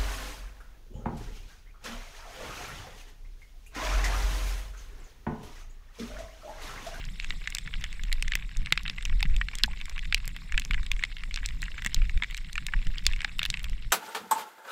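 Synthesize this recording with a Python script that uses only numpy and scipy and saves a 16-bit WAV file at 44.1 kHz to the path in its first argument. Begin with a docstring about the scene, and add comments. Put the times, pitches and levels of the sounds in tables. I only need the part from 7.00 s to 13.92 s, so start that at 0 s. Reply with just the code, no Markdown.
"""A camera in a sealed housing rides on a bike along a wet track in the rain, for about seven seconds.
From the start, drops and flung mud excite the damped modes of the housing, each blow with a bright tick;
band-shaped noise gives rain hiss, many faint knocks the spray crackle, and low noise the tyre hum and frame.
Hard knocks come near 1.7, 2.6 and 3.1 s, the strongest shake of the frame near 5.2 s, the hardest knock
near 6.1 s; a dense run of knocks follows from 6.4 s, and the spray weakens at the end."""
import sys
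import numpy as np
from scipy import signal
from scipy.fft import rfft, irfft
from scipy.io import wavfile
from scipy.ndimage import uniform_filter1d

SR = 44100
rng = np.random.default_rng(int(sys.argv[2]) if len(sys.argv) > 2 else 0)


def decibels_to_gain(level_db):
    """Convert a level in decibels to a linear amplitude gain (20 dB per decade)."""
    exponent = np.asarray(level_db, float) / 20
    return 10 ** exponent


def dump(signal):
    """Clip the signal to [-1, 1] and save it as 16-bit WAV at the path in sys.argv[1]."""
    limited = np.clip(np.atleast_2d(signal).T, -1, 1)
    pcm = np.round(limited * 32767).astype(np.int16)
    wavfile.write(sys.argv[1], SR, pcm)


N = 305172  # length [samples]

# Drops and mud that stand out on the housing:
# (time [s], ring peak level [dB], ring centre [Hz], tick peak level [dB], relative level of the tick's top [dB])
KNOCKS = [(0.052, -51, 4320, -29.5, -9), (0.199, -19.5, 3040, -55, -18), (.2448, -24.5, 2250, -34, -31),
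          (.298, -46, 2400, -33, -5), (0.3052, -18.5, 2500, -31.5, -28), (0.474, -16.5, 2230, -25.5, -28),
          (0.5022, -54, 4350, -27.5, -12), (0.5234, -25.5, 2400, -53, -29), (.5494, -22.5, 3330, -14, -4),
          (.569, -27, 2300, -38, -7), (0.5842, -20, 3180, -21.5, -9), (0.6748, -27, 2040, -42, -24),
          (.739, -21, 2260, -57, -8), (0.811, -38, 2370, -36, 5), (0.8402, -21.5, 2270, -23.5, -7),
          (0.928, -29, 2630, -31.5, -25), (0.994, -31, 1730, -55, -15), (1.0355, -29, 2720, -29, -2),
          (1.1175, -22, 2140, -38, -15), (1.1274, -12, 3500, -18.5, 10), (1.2242, -16, 2270, -17.5, -12),
          (1.28, -23, 2560, -27, -22), (1.32, -15, 2400, -26, -25), (1.3354, -20.5, 2390, -54, -21),
          (1.3533, -14, 2320, -16.5, 1), (1.424, -28.5, 2030, -51, 2), (1.57, -34.5, 3330, -25.5, 0),
          (1.66, -24.5, 2830, -33, -22), (1.67, -25, 2050, -45, -22), (1.7235, -4, 2460, -12, -29),
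          (1.7753, -13, 2400, -26.5, -11), (1.833, -40, 3600, -32.5, 10), (1.853, -25.5, 1990, -62, -13),
          (1.861, -22, 2110, -60, -12), (1.8787, -21, 2230, -39, -12), (1.8978, -16.5, 3630, -37, 17),
          (1.982, -25, 1950, -44, -16), (2.009, -30, 2410, -46, -18), (2.0251, -30, 2920, -32.5, -22),
          (2.0525, -20, 3430, -18, -0.5), (2.058, -24, 2570, -44, -18), (2.0964, -28.5, 2520, -47, -9),
          (2.126, -30.5, 2040, -50, -15), (2.2059, -22.5, 2440, -30, -4), (2.228, -12, 3230, -29, 14),
          (2.2537, -27, 2070, -48, -7), (2.3646, -24, 3360, -30.5, -5), (2.413, -14.5, 1810, -35, -29),
          (2.485, -19.5, 2640, -40, -15), (2.532, -30.5, 1600, -60, -15), (2.5534, -29, 4740, -20.5, -7),
          (2.5853, -29.5, 3030, -24.5, -7), (2.6356, -4.5, 4460, -16.5, 35),
          (2.6413, -16.5, 1830, -54, -25), (2.801, -38, 2200, -44, -14), (2.66, -49, 2330, -28, 2),
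          (2.8131, -23.5, 2540, -37, -4), (2.8559, -30, 2920, -27, -1), (2.8958, -29, 2710, -27, -3),
          (2.961, -29, 2220, -57, -16), (2.9785, -22.5, 1990, -41, -11), (2.992, -24, 2740, -34.5, -25),
          (3.054, -28, 2580, -44, -19), (3.125, -13.5, 2430, -26, -26), (3.1454, -6, 3450, -11, -19),
          (3.177, -26.5, 2490, -49, -11), (3.2554, -49, 2400, -32, 6), (3.2773, -28, 2280, -21, 8),
          (3.364, -27.5, 2300, -34, 1), (3.5222, -21.5, 2280, -30, -26), (3.5425, -24.5, 2090, -44, -24),
          (3.5775, -12.5, 2250, -22, -12), (3.597, -25, 3750, -19, -3), (3.619, -26.5, 2880, -44, -4),
          (3.65, -31, 3170, -20.5, -2), (3.709, -14.5, 2250, -32.5, 1), (3.734, -22.5, 2450, -39, -10),
          (3.743, -19, 2030, -37, -19), (3.7773, -29, 1650, -53, -13), (3.8306, -30, 2420, -42, -22),
          (3.864, -28.5, 2820, -32.5, -38), (3.916, -13, 3180, -21, 5), (3.964, -33, 2260, -42, -15),
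          (3.993, -27.5, 2010, -38, -23), (4.0257, -23.5, 2120, -64, -15), (4.037, -12.5, 2400, -28.5, -6),
          (4.05, -25.5, 2830, -33, -24), (4.1672, -26.5, 2440, -45, -1), (4.2354, -24.5, 2280, -37, -20),
          (4.31, -28.5, 2250, -44, -15), (4.3419, -20.5, 3500, -24.5, -19), (4.36, -21, 3000, -20.5, -8),
          (4.3739, -22, 2470, -42, -11), (4.43, -30.5, 1790, -49, -15), (4.453, -25, 2650, -49, -11),
          (4.4599, -22.5, 4570, -16, -14), (4.488, -24.5, 2580, -32, -10), (4.619, -31, 4700, -23, -3),
          (4.6278, -23.5, 2060, -33, -16), (4.6387, -50, 2630, -29, -2), (4.681, -26.5, 1760, -60, -16),
          (4.78, -26.5, 2110, -44, -31), (4.821, -23.5, 2330, -35, 1), (4.847, -21, 2470, -23.5, -3),
          (4.8618, -14, 2070, -16, -6), (4.8708, -25, 2190, -27.5, -6), (4.9448, -17.5, 4230, -13.5, -7),
          (5.018, -27.5, 1870, -61, -11), (5.0948, -22, 2400, -40, -5), (5.175, -27.5, 2470, -42, -17),
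          (5.2227, -14.5, 2180, -48, -19), (5.235, -16.5, 2380, -31, -26), (5.243, -21, 2260, -41, -13),
          (5.3096, -29, 2450, -35, 10), (5.3454, -23, 2500, -29.5, -9), (5.3688, -29, 3670, -30, 11),
          (5.3762, -28, 2800, -26, -8), (5.53, -31, 4930, -25, -10), (5.5551, -22.5, 2160, -29, -12),
          (5.5788, -16.5, 1990, -31, -23), (5.6661, -17.5, 3900, -19.5, 0), (5.684, -28.5, 1700, -63, -28),
          (5.736, -16.5, 1830, -43, -21), (5.869, -27, 2280, -34.5, -20), (5.9827, -22, 3840, -40, -2),
          (6.041, -50, 3900, -41, 6), (6.053, -27, 3940, -39, 3), (6.0656, -3, 3830, -8, -16),
          (6.1135, -28, 2400, -51, -15), (6.124, -29, 2810, -36, -19), (6.134, -20, 2250, -36, -14),
          (6.162, -29, 2290, -38, -15), (6.206, -19, 2400, -36, -20), (6.2172, -25, 2230, -31, -35),
          (6.246, -13.5, 2380, -24.5, -36), (6.385, -45, 3000, -35, 4), (6.3926, -13, 2900, -25, 1),
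          (6.416, -20.5, 2170, -48, -17), (6.4305, -16, 3140, -22, -3), (6.44, -25, 2300, -37, -6),
          (6.4525, -15, 3070, -25.5, 13), (6.46, -22, 2830, -27, 12), (6.5018, -12, 4950, -14.5, -19),
          (6.5406, -18, 2700, -35, -11), (6.572, -23, 2600, -36, -19), (6.5941, -29.5, 3070, -33, -8),
          (6.631, -50, 3370, -34, 7), (6.6427, -23.5, 3020, -30, 5), (6.6967, -39, 3350, -34, -4)]
# Normal modes of the housing: (nominal frequency [Hz], relative level [dB], decay time by 60 dB [s])
HOUSING_MODES = [(848, -19, 0.084), (1170, -2, 0.025), (1756, -2.5, 0.022), (1990, 0.5, 0.019),
                 (2250, 9, 0.0096), (2646, 13, 0.005), (3030, 13.5, 0.0026), (3500, 10, 0.0068),
                 (4033, 6.5, 0.0072), (4770, -5, 0.01)]
# Spectrum of the tick: (frequency [Hz], relative level [dB])
TICK_SPECTRUM = [(3000, -13), (5400, 4.5), (6000, 2), (7600, 5), (9000, -6.5), (10500, -26)]
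# Top of the tick, raised or lowered for each knock: (frequency [Hz], relative level [dB])
TICK_TOP_SPECTRUM = [(8000, -18), (10500, -7.5), (12500, -10.5), (15000, -7), (16600, -43)]
# Jolts that thump through the mount: (time [s], level before onset and decay [dB], frequency [Hz])
JOLTS = [(1.719, -27, 146), (2.252, -25, 152), (2.641, -31.5, 215), (3.576, -41, 234), (3.701, -28.5, 160),
         (4.858, -32, 198), (5.221, -44, 238), (5.866, -28, 151)]
# Blows that catch a low, hollow ring of the housing:
# (time [s], level before onset and decay [dB], frequency [Hz])
HOLLOW_BLOWS = [(1.722, -30, 870), (2.228, -31.5, 815), (2.412, -33, 1130), (2.68, -31, 850),
                (3.914, -35, 1090), (4.863, -39, 1080), (5.225, -33.5, 954), (5.739, -36, 920),
                (6.065, -33, 1120), (6.247, -32, 830)]
# Course of the spray along the ride: (time [s], hiss level [dB], crackle level [dB])
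SPRAY_LEVELS = [(0.0, -54, -54), (.42, -53.5, -51), (.7, -55, -51), (1.6, -58.5, -54), (2.3, -56, -51.5),
                (3.8, -57, -53.5), (4.8, -55.5, -49), (5.7, -56.5, -53), (6.35, -56, -50.5),
                (6.92, -58, -57.5)]
# Rain hiss heard through the housing: (frequency [Hz], relative level per hertz [dB])
HISS_SPECTRUM = [(300, 9), (550, 5), (1200, 7), (1700, 5.5), (2050, 18.5), (2500, 11), (3000, 5.5),
                 (3600, 15.5), (4600, 6), (5400, 9.5), (5900, -2), (7600, 7), (8600, -1), (10500, -7),
                 (12000, -7.5), (15500, -11), (16800, -46)]
# Bumps in the track that shake the frame: (middle time [s], level [dB], width [s])
BUMPS = [(.2, -32.5, 0.17), (.8, -28, 0.055), (1.22, -31, 0.24), (1.61, -21, 0.032), (1.9, -31, 0.027),
         (2.12, -24.5, .07), (2.33, -19, 0.079), (2.68, -26, 0.06), (3.15, -28, 0.1), (3.551, -22, 0.031),
         (3.76, -21.5, 0.045), (3.939, -27, 0.028), (4.47, -27.5, 0.12), (4.802, -32, 0.082),
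         (5.03, -20.5, 0.058), (5.162, -12.5, 0.01), (5.57, -30.5, 0.017), (5.769, -21, 0.024),
         (5.889, -18.5, 0.024), (6.09, -24, 0.066), (6.5, -30.5, 0.12), (6.72, -27, 0.1),
         (6.862, -23.5, 0.015)]
# Shaking of the frame: (frequency [Hz], relative level per hertz [dB])
SHAKE_SPECTRUM = [(6, -37.5), (12, 7.5), (24, 6.5), (40, -3.5), (70, -14.5), (120, -29.5), (180, -31.5),
                  (250, -59), (400, -54.5), (900, -130)]
# Tyre hum: (frequency [Hz], relative level per hertz [dB])
HUM_SPECTRUM = [(50, 1), (110, 2), (160, 19.5), (205, -22.5), (240, -14.5), (265, 2), (300, -17.5),
                (550, -24), (1100, -78)]


def knock(ring_db, centre_hz, tick_db, top_db, splat_s, chance):
    """Modal excitation: a wet blow drives the housing modes near its centre, and a bright tick starts it."""
    t = np.arange(1536) / SR
    ring = housing_ring(t, centre_hz, splat_s, chance)
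    tick = contact_tick(t, top_db, chance)
    return decibels_to_gain(ring_db) * peaked(ring) + decibels_to_gain(tick_db) * peaked(tick)


def housing_ring(t, centre_hz, splat_s, chance):
    """Linear response: the force of contact and spattering convolved with a sum of damped modes."""
    hz, db, t60 = np.transpose(HOUSING_MODES)[:, :, None]
    count = len(HOUSING_MODES)
    near_db = -28 * np.log2(hz / centre_hz) ** 2
    near_db = near_db + 2.5 * chance[:count, None]
    hz = hz * (1 + 0.03 * chance[count:2 * count, None])  # the wet shell never rings twice alike
    decaying = decibels_to_gain(db + near_db - 60 * t / t60)
    modes = (decaying * np.sin(2 * np.pi * hz * t)).sum(0)

    spatter_decay = decibels_to_gain(-60 * t / splat_s) + decibels_to_gain(-30.5 - 60 * t / 0.062)
    force = chance[-len(t):] * spatter_decay
    force[0] = 0.023 / splat_s  # first contact outweighs the spatter in a short blow
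    ring = signal.fftconvolve(force, modes)[:len(t)]

    # the stiff shell passes no lows, and a soft contact no highs
    band_hz = [0.65 * centre_hz, min(1.78 * centre_hz, SR / 4)]
    contact = signal.butter(2, band_hz, "band", fs=SR, output="sos")
    ring = signal.sosfilt(contact, ring)
    return ring * (1 - np.exp(-t / (0.053 * splat_s)))  # water spreads before it presses fully


def contact_tick(t, top_db, chance):
    """Transient broadband excitation: a brief noise burst with a shaped treble spectrum."""
    decay = decibels_to_gain(-60 * t / 0.0025) + decibels_to_gain(-35.5 - 60 * t / 0.044)
    onset = 1 - np.exp(-t / 0.00017)
    burst = chance[-len(t):][::-1] * decay * onset
    bins = np.fft.rfftfreq(len(t), 1 / SR)
    colour = decibels_to_gain(read(TICK_SPECTRUM, bins)) + decibels_to_gain(read(TICK_TOP_SPECTRUM, bins) + top_db)
    delayed = np.roll(burst, 16)  # room for the zero-phase filter to spread backwards
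    return irfft(rfft(delayed) * colour)


def knocks():
    """Contact duration against pitch: soft mud splats low and long, hard drops sound high and short."""
    out = np.zeros(N)
    chances = rng.standard_normal((len(KNOCKS), 1600))
    for (s, ring_db, hz, tick_db, top_db), chance in zip(KNOCKS, chances):
        splat_s = 0.0048 + 0.0045 * (2400 / hz) ** 3.74  # time to fall by 60 dB
        add(out, s, knock(ring_db, hz, tick_db, top_db, splat_s, chance))
    return out


def jolts():
    """Impulsive forcing: each jolt through the mount is a soft push of a few low cycles."""
    return damped_tones(JOLTS, t60=0.072, onset_s=0.0013)


def hollow_rings():
    """Low resonance: hollow blows on the housing ring on a little longer than most of its modes."""
    return damped_tones(HOLLOW_BLOWS, t60=0.027, onset_s=0.00043)


def spray():
    """Superposition of incoherent sources: continuous rain hiss and the crackle of tyre spray."""
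    hiss = control(SPRAY_LEVELS, column=1) * noise(HISS_SPECTRUM, size=256, patchy_db=4.5)
    return hiss + control(SPRAY_LEVELS, column=2) * crackle(per_s=170, spread_db=7.0)


def crackle(per_s, spread_db):
    """Shot noise: small droplets knock at random moments, in clumps, most of them faint."""
    clumps = decibels_to_gain(4.5 * evened(uniform_filter1d(rng.standard_normal(N), size=1500)))
    kinds = 24  # different droplet knocks, sharing the rate equally
    rate = per_s * clumps / clumps.mean() / kinds / SR  # chance of a droplet per sample
    out = np.zeros(N)
    for chance in rng.standard_normal((kinds, 1600)):
        hz = 2300 * 2 ** (0.22 * chance[40])
        tick_db = -27 + 9 * chance[41]
        splat_s = 0.009 * 2 ** (0.6 * chance[42])
        shape = knock(0, hz, tick_db, -12, splat_s, chance)
        sizes = decibels_to_gain(spread_db * np.minimum(rng.exponential(1, N), 2.6))
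        droplets = sizes * (rng.random(N) < rate)
        out += signal.oaconvolve(droplets, shape)[:N]
    return evened(out)


def frame():
    """Forced vibration: bumps add power to the shaking; the hum of knobbly tyres swells a little with it."""
    smooth_db, hum_db = -36, -51  # shaking between the bumps; tyre hum, rms
    t = np.arange(N) / SR
    swells = sum(decibels_to_gain(db) ** 2 * np.exp(-((t - s) / width) ** 2) for s, db, width in BUMPS)
    shaking = np.sqrt(decibels_to_gain(smooth_db) ** 2 + swells)
    hum_gain = decibels_to_gain(hum_db) * evened(shaking ** 0.35)
    hum = hum_gain * noise(HUM_SPECTRUM, size=1024, patchy_db=4.5)
    return shaking * noise(SHAKE_SPECTRUM, size=4096, patchy_db=1.4) + hum


def damped_tones(events, t60, onset_s):
    """Free decay of a single resonance: sines that rise softly and die exponentially."""
    out, t = np.zeros(N), np.arange(4096) / SR
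    for s, db, hz in events:
        envelope = decibels_to_gain(db - 60 * t / t60) * (1 - np.exp(-t / onset_s))
        add(out, s, envelope * np.sin(2 * np.pi * hz * t))
    return out


def noise(spectrum, size, patchy_db):
    """Filtered Gaussian noise: random short-time spectra, patchy over time and frequency, at rms 1."""
    frames, hz = 4 * N // size + 5, np.fft.rfftfreq(size, 1 / SR)
    real, imaginary, patches = rng.standard_normal((frames, len(hz), 3)).T
    patches = uniform_filter1d(patches, size=9, axis=0)  # over frequency
    patches = evened(uniform_filter1d(patches, size=7, axis=1))  # over time
    gain = decibels_to_gain(read(spectrum, hz)[:, None] + patchy_db * patches)
    spectra = (real + 1j * imaginary) * gain
    sound = signal.istft(spectra, nperseg=size, noverlap=3 * size // 4)[1]
    return evened(sound[:N])


def read(points, hz):
    """Spectral level at hz, interpolated along logarithmic frequency."""
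    f, value = np.transpose(points)
    return np.interp(np.log(hz + 1), np.log(f + 1), value)


def control(rows, column):
    """Level course: decibels interpolated linearly in time, as a gain per sample."""
    rows = np.array(rows)
    return decibels_to_gain(np.interp(np.arange(N) / SR, rows[:, 0], rows[:, column]))


def evened(x):
    """Power normalisation: scaled to rms 1."""
    return x / np.sqrt(np.mean(x ** 2) + 1e-20)


def peaked(x):
    """Peak normalisation: scaled to peak 1."""
    return x / abs(x).max()


def add(mix, s, sound):
    """Superposition: mixes a sound in at time s, in place."""
    part = mix[max(round(s * SR), 0):][:len(sound)]
    part += sound[:len(part)]


def scene():
    """Linear superposition: everything reaches the one microphone through the housing."""
    return (knocks() + spray() + frame() + jolts() + hollow_rings())[None]


def low_pass(x):
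    """Removes everything above the highest recorded frequency."""
    return signal.sosfilt(signal.butter(12, 16970, fs=SR, output="sos"), x)


def record(dry):
    """Amplitude limiting: the hardest knocks clip the input."""
    ceiling = decibels_to_gain(-6.6)
    mix = np.clip(dry, -ceiling, ceiling)
    return low_pass(mix)


dry = scene()
out = record(dry)
dump(out)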